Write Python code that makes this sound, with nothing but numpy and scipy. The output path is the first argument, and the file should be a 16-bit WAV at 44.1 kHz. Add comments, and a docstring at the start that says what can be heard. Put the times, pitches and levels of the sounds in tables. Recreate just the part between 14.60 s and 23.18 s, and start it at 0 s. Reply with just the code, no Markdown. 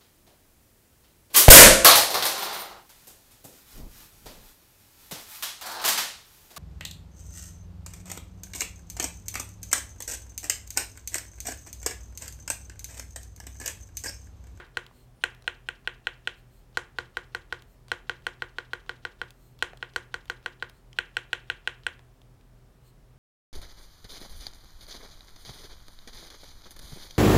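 """Quick plastic clacks with small ticks and whispers, close to the microphone in a small room over a low hum.
A finger taps a long spacebar at its left end, middle and right end. Each bottoming-out rings the bar, plate
and case as fading waves, rattles loose parts as bright noise, shakes the desk and fades in the room.
The fingertip ticks when it lands or lifts and whispers as it slides: both are shaped noise.
Motor tones, wavering hum, hiss and three thin gliding whistles lie underneath."""
import sys
import numpy as np
from scipy import signal
from scipy.fft import rfft, irfft
from scipy.io import wavfile

SR = 44100
rng = np.random.default_rng(int(sys.argv[2]) if len(sys.argv) > 2 else 0)


def file_out(sig):
    """Save sig as 16-bit WAV at sys.argv[1]."""
    # one column per channel
    cols = np.atleast_2d(sig).T
    # limit, then scale
    lim = np.clip(cols, -1, 1)
    pcm = np.round(lim * 32767).astype(np.int16)
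    wavfile.write(sys.argv[1], SR, pcm)


N = 378378
LEAD = SR // 10  # samples of room before the start, so that earlier sounds can ring in


def undb(db):
    """Turn decibels into a plain amplitude factor."""
    return 10 ** (np.asarray(db) / 20)


def fade(t, t60):
    """Die away exponentially, losing 60 dB in t60 seconds."""
    return np.exp(-np.log(1000) * t / t60)


def swell(t, start, length):
    """A smooth rise and fall, silent outside."""
    return np.sin(np.pi * np.clip((t - start) / length, 0, 1)) ** 2


def band(x, hz, width):
    """Two-pole resonance, gain 1 at the centre."""
    return signal.lfilter(*signal.iirpeak(min(hz, .45 * SR), hz / width, fs=SR), x)


def band_twice(x, hz, width):
    """The same resonance passed twice, for steeper sides."""
    return band(band(x, hz, width), hz, width)


def unit(x):
    """Scale to an average (RMS) level of 1."""
    return x / np.sqrt(np.mean(x ** 2))


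def add(out, x, s):
    """Mix a sound in, starting s seconds into the scene."""
    i = int(round(s * SR)) + LEAD
    out[i:i + len(x)] += x


def background():
    """Smooth hiss, wavering hum from narrow bands of noise, and steady motor tones."""
    # room and microphone hiss, the shape of its spectrum: (frequency [Hz], relative level [dB per Hz])
    air_shape = [(88, -19.5), (150, -4.5), (244, -9.5), (333, -11.5), (390, -7), (438, -12), (598, -13),
                 (647, -14), (919, -17), (2630, -27), (5310, -31), (15800, -35.5)]
    # wavering hum: (frequency [Hz], width of each filter pass [Hz], level [dB])
    hum_bands = [(27.22, 15, -69.5), (45, 45, -63.5), (77, 39, -67), (135, 30, -68.5), (247.4, 14, -75.5),
                 (389, 23, -80.5), (5300, 40, -91.5)]
    # shaft turn, mains buzz, third order of the shaft (the last two beat): (frequency [Hz] of each)
    motor_hz = (41.2, 120, 123.6)
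    # the same three tones: (level [dB] of each)
    motor_db = (-60, -65, -63)
    air_db = -63.5
    hz, db = np.transpose(air_shape)
    bins = np.arange(N // 2 + 1) * SR / N + 1  # 1 Hz up, so that the logarithm exists
    colour = undb(np.interp(np.log(bins), np.log(hz), db))
    hiss = irfft(rfft(rng.standard_normal(N)) * colour, N)
    out = undb(air_db) * unit(hiss)
    for hum_hz, width, hum_db in hum_bands:
        hum = band_twice(rng.standard_normal(N), hum_hz, width)
        out = out + undb(hum_db) * unit(hum)
    for tone_hz, tone_db in zip(motor_hz, motor_db):
        turns = tone_hz * np.arange(N) / SR + rng.random()
        out = out + undb(tone_db) * np.sqrt(2) * np.sin(2 * np.pi * turns)
    return out


def room(x):
    """A diffuse tail that sets in almost at once, with three distinct reflections within it."""
    # ranges of the tail: (frequency [Hz], relative level [dB], time to fade by 60 dB [s])
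    tail_ranges = [(282, 1, 0.61), (660, 11, 0.24), (1390, 1.5, 0.34), (2780, -16.5, 0.093),
                   (6250, -2, 0.06), (10700, 6.5, 0.22)]
    # distinct reflections: (delay [s], level [dB])
    wall_echoes = [(0.011, -18.5), (0.0071, -25), (0.019, -16)]
    tail_db, tail_start_s = -8, 0.0024
    t = np.arange(SR // 2) / SR
    tail = 0
    for hz, db, t60 in tail_ranges:  # each range dies at its own rate
        noise = rng.standard_normal(len(t))
        tail = tail + undb(db) * band(noise, hz, hz) * fade(t, t60)
    tail = tail * (1 - np.exp(-(t / tail_start_s) ** 4))
    echo = undb(tail_db) * tail / np.sqrt(np.sum(tail ** 2))
    for s, db in wall_echoes:
        echo[int(s * SR)] += undb(db)
    return signal.fftconvolve(x, echo)[:len(x)]


def whistle():
    """Three faint gliding tones: sine waves whose pitch moves in a straight line."""
    # (start [s], length [s], starting frequency [Hz], ending frequency [Hz], level [dB])
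    glides = [(.545, 0.049, 9400, 9950, -77), (.58, 0.072, 9300, 9200, -71.5),
              (.675, 0.042, 10000, 9150, -75)]
    out, t = 0, np.arange(N) / SR
    for s, length, from_hz, to_hz, db in glides:
        hz = np.interp(t, [s, s + length], [from_hz, to_hz])
        tone = np.sin(2 * np.pi * np.cumsum(hz) / SR)
        out = out + np.sqrt(2) * undb(db) * swell(t, s, length) * tone
    return out


def slides():
    """Friction noise in the cap's resonances while the finger speeds up and slows down along the bar."""
    # skin sliding over the textured cap: (start [s], length [s], level [dB], brightness [dB per octave])
    strokes = [(0.28, 0.22, -70.5, 0), (1.745, 0.085, -72.5, -2), (1.845, 0.24, -73, 2),
               (3.04, 0.15, -75, 4), (4.713, 0.27, -73, 4), (6.098, 0.14, -75, -2), (8.212, 0.13, -70, 0)]
    # resonances of the rubbed cap: (frequency [Hz], width [Hz], level [dB])
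    skin_bands = [(3254, 770, -5.5), (4200, 260, -3), (7080, 1000, -9), (8310, 1100, -4), (13000, 2200, -3)]
    t, noise, out = np.arange(N) / SR, rng.standard_normal(N), 0
    for hz, width, skin_db in skin_bands:
        octaves = np.log2(hz / skin_bands[2][0])  # brightness pivots on the third resonance
        speed = 0
        for s, length, db, tilt_db in strokes:
            speed = speed + undb(db + tilt_db * octaves) * swell(t, s, length)
        out = out + speed * undb(skin_db) * unit(band(noise, hz, width))
    return out


def ticks():
    """A brief rough push that sounds a knock of the hollow cap, a click and a crisp edge."""
    # fingertip and stem ticks: (time [s], knock peak [dB], click peak [dB], edge peak [dB])
    tick_table = [(0.066, -65, -55, -63), (0.265, -49, -38, -46), (0.312, -46.5, -68, -64.5),
                  (0.748, -49, -49, -48), (0.823, -52, -48.5, -50), (0.843, -49, -51, -66),
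                  (1.248, -51, -54, -66), (2.129, -58, -60, -62), (3.022, -50.5, -42.5, -44.5),
                  (3.283, -48.5, -42.5, -51), (3.622, -62, -53, -57), (4.263, -50, -51, -66),
                  (4.706, -58, -41, -41), (4.99, -52.5, -43, -48), (5.133, -34.5, -53, -60),
                  (5.173, -54, -44, -47), (5.336, -55, -48, -62), (5.656, -50, -49, -49),
                  (5.68, -59, -50, -58), (5.828, -56, -50, -66), (5.999, -60, -48, -76),
                  (6.097, -48, -40, -43.5), (6.33, -63.5, -38.5, -65), (6.366, -53, -52, -58),
                  (7.235, -51, -43, -71), (7.393, -46, -50, -55.5), (7.617, -52.5, -47.5, -59),
                  (7.81, -69, -55, -60)]
    # knock, click, edge: (frequency [Hz], width of each filter pass [Hz], time for the push to fade by 60 dB [s])
    tick_bands = [(780, 900, 0.007), (3300, 2600, 0.0094), (9350, 14000, 0.0072)]
    out, t = np.zeros(N + 2 * LEAD), np.arange(SR // 40) / SR
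    for s, *levels_db in tick_table:
        for db, (hz, width, t60) in zip(levels_db, tick_bands):
            push = rng.standard_normal(len(t)) * fade(t, t60)
            grain = band_twice(push, hz, width)
            add(out, undb(db) * grain / np.abs(grain).max(), s)
    return out


def scrape(seconds):
    """Plastic on plastic: a short swell of noise in the bar's resonances."""
    noise = rng.standard_normal(int(seconds * SR))
    rub = band_twice(noise, 3200, 2500) + .6 * band(noise, 1500, 600)
    return unit(rub) * np.sqrt(np.hanning(len(noise)))


def desk_thud(t):
    """The desk answers late: low waves that swell in briefly, then fade."""
    # (frequency [Hz], signed swing, time to fade by 60 dB [s])
    desk_modes = [(78.5, 0.64, 0.14), (363.3, 1.1, 0.083), (471.4, -2.18, 0.046), (670, -0.74, 0.023),
                  (1165, 0.27, 0.2), (1425, .4, .22)]
    rise_s = 0.0024
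    waves = sum(swing * fade(t, t60) * np.sin(2 * np.pi * hz * t) for hz, swing, t60 in desk_modes)
    return waves * (1 - np.exp(-(t / rise_s) ** 2))


def rattle(place, t):
    """A bright grain as the loose parts slap, and a weaker repeat 3 ms later, reflected from the desk."""
    # loose stabiliser wire: (frequency [Hz], width of each filter pass [Hz],
    # level at place 0 [dB], level at place 1 [dB])
    wire_bands = [(3143, 1460, -23, -3), (4266, 510, -8, -4.5), (5410, 1240, -8.5, -7),
                  (7830, 1770, -3, -7), (12200, 2500, -15.5, -13.5)]
    t60, desk_echo_s, desk_echo_db = .006, .0031, -14.5
    noise = rng.standard_normal(len(t))
    desk_echo = undb(desk_echo_db) * (t > desk_echo_s) * fade(np.abs(t - desk_echo_s), t60)
    loudness = fade(t, t60) + desk_echo
    out = 0
    for hz, width, end_db, middle_db in wire_bands:
        grain = band_twice(noise * loudness, hz, width)
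        level_db = end_db + place * (middle_db - end_db)
        out = out + undb(level_db) * grain / np.abs(grain).max()
    return out


def ring(place, t):
    """One blow: a brief smooth contact force rings the modes as they are excited at that place on the bar."""
    # modes of bar, plate and case: (frequency [Hz], time to fade by 60 dB [s],
    # typical signed swing for a blow at place 0, the same at place 1)
    bar_modes = [(849, .007, .19, .31), (935, .027, -.05, -.05), (1162, .022, -.03, -.15),
                 (1388, .024, .08, .23), (1438, .029, .22, .02), (1486, .035, .0, -.23),
                 (1536, .027, -.2, -.4), (1593, .02, -.37, -.11), (1872, .02, -.22, -.22),
                 (1987, .036, .05, .04), (2428, .005, -.45, -.03), (2915, .012, .21, -.01),
                 (3235, .007, .51, .35), (4028, .004, .26, .42), (4180, .022, -.04, -.04),
                 (4325, .005, -.18, -.07), (5179, .011, .02, .03)]
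    contact_s, scatter = .00011, .1  # each swing varies at random, typically by a tenth
    hz, t60, at_end, at_middle = np.transpose(bar_modes)[:, :, None]
    swing = at_end + place * (at_middle - at_end)
    swing = swing * (1 + scatter * rng.standard_normal(hz.shape))
    waves = swing * fade(t, t60) * np.cos(2 * np.pi * hz * t)
    push = swell(t[:20], 0, contact_s)
    return np.convolve(waves.sum(axis=0), push / push.sum())[:len(t)]


def presses():
    """The bar scrapes down, hits the plate, shakes the desk and springs back; for microphone and walls."""
    # bottoming-out blows: (time [s], level [dB], place from 0 left end to 1 middle and right,
    # rattle level relative to the blow [dB])
    blow_table = [(0.171, -10.5, 0.68, -15.5), (0.6384, -5, 0.0, -15.5), (0.8777, -8.5, 0, -19.5),
                  (1.0877, -13, 0.041, -18.5), (1.2746, -10.5, 0.1, -21.5), (1.47, -10, 0.0019, -21.5),
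                  (1.674, -9.5, 0, -20), (2.1722, -9.5, 0.9, -10.5), (2.386, -12.5, 1.0, -16),
                  (2.57, -14, 1.0, -15.5), (2.7486, -14.5, 0.91, -13.5), (2.9252, -14.5, 1.0, -16.5),
                  (3.3171, -9.5, 0.76, -16), (3.4956, -12, 0.86, -18.5), (3.6672, -11.5, 0.72, -15),
                  (3.8214, -14.5, 0.98, -19.5), (3.9847, -16, 1.0, -20), (4.1334, -15, 1.0, -17),
                  (4.294, -16, 1.0, -19), (4.4512, -16, 0.98, -19), (4.6155, -16, 1, -20),
                  (5.0246, -7, 0.54, -13.5), (5.2271, -15.5, 0.54, -25.5), (5.3611, -11.5, 0.94, -11.5),
                  (5.542, -16, 1.0, -13.5), (5.6989, -14.5, 1.0, -13.5), (5.8608, -14, 0.66, -17),
                  (6.025, -16.5, 1.0, -20), (6.3873, -7, 0, -19.5), (6.5685, -8.5, 0.0015, -17),
                  (6.731, -8, 0.01, -18.5), (6.9001, -10, 0.024, -19), (7.0746, -9.5, 0.036, -17.5),
                  (7.2662, -10, 0.02, -17.5)]
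    # the blow whose echo still hangs at the start: same columns
    earlier_blow = (-.02, -12, 1, -20)
    travel_s, travel_db = 0.032, -65.5  # the stem scrapes its guide on the way down
    return_s, return_db, return_scrape_s = 0.059, -62.5, 0.021  # and again as the bar springs back
    pause_s, full_stroke_db = .3, 5  # after a pause the bar starts from the very top and scrapes louder
    desk_end_db, desk_middle_db = -33.5, -26  # relative to the blow: the desk shakes more under the middle
    desk_far_db = -4.5  # the desk's thud reaches the walls more weakly
    far_t60 = 0.0071  # [s] the ringing stays near the board; mostly the first crack reaches the walls
    click_delay_s, click_db = .0031, 11  # a broad bright click, sent only to the room for its treble tail

    near, far, t = np.zeros(N + 2 * LEAD), np.zeros(N + 2 * LEAD), np.arange(LEAD) / SR
    desk = desk_thud(t)
    impulse = 1. 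* (np.arange(LEAD) == int(click_delay_s * SR))  # slightly delayed
    room_click = undb(click_db) * band_twice(impulse, 6400, 4400)
    blows = np.array([earlier_blow, *blow_table])
    rested = np.diff(blows[:, 0], prepend=blows[0, 0]) > pause_s
    for (s, db, place, rattle_db), full in zip(blows, rested):
        desk_db = desk_end_db + place * (desk_middle_db - desk_end_db)
        clack = ring(place, t)
        loose = undb(rattle_db) * rattle(place, t)
        thud = undb(desk_db) * desk
        add(near, undb(db) * (clack + loose + thud), s)
        to_walls = clack * fade(t, far_t60) + undb(rattle_db) * room_click + undb(desk_far_db) * thud
        add(far, undb(db) * to_walls, s)
        add(near, undb(travel_db + full * full_stroke_db) * scrape(travel_s), s - travel_s)
        add(near, undb(return_db) * scrape(return_scrape_s), s + return_s)
    return near, far


def scene():
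    """Blows and ticks with their room echo, plus slides, whistles and background."""
    touch_far_db = -8  # fingertip ticks stay close to the microphone
    near, far = presses()
    touch = ticks()
    echo = room(far + undb(touch_far_db) * touch)
    keys = (near + touch + echo)[LEAD:LEAD + N]
    return (keys + slides() + whistle() + background())[None]


def record(dry):
    """The recorder cuts the top steeply, above 16.5 kHz."""
    return signal.sosfilt(signal.ellip(10, .2, 70, 16500, fs=SR, output="sos"), dry)


dry = scene()
out = record(dry)
file_out(out)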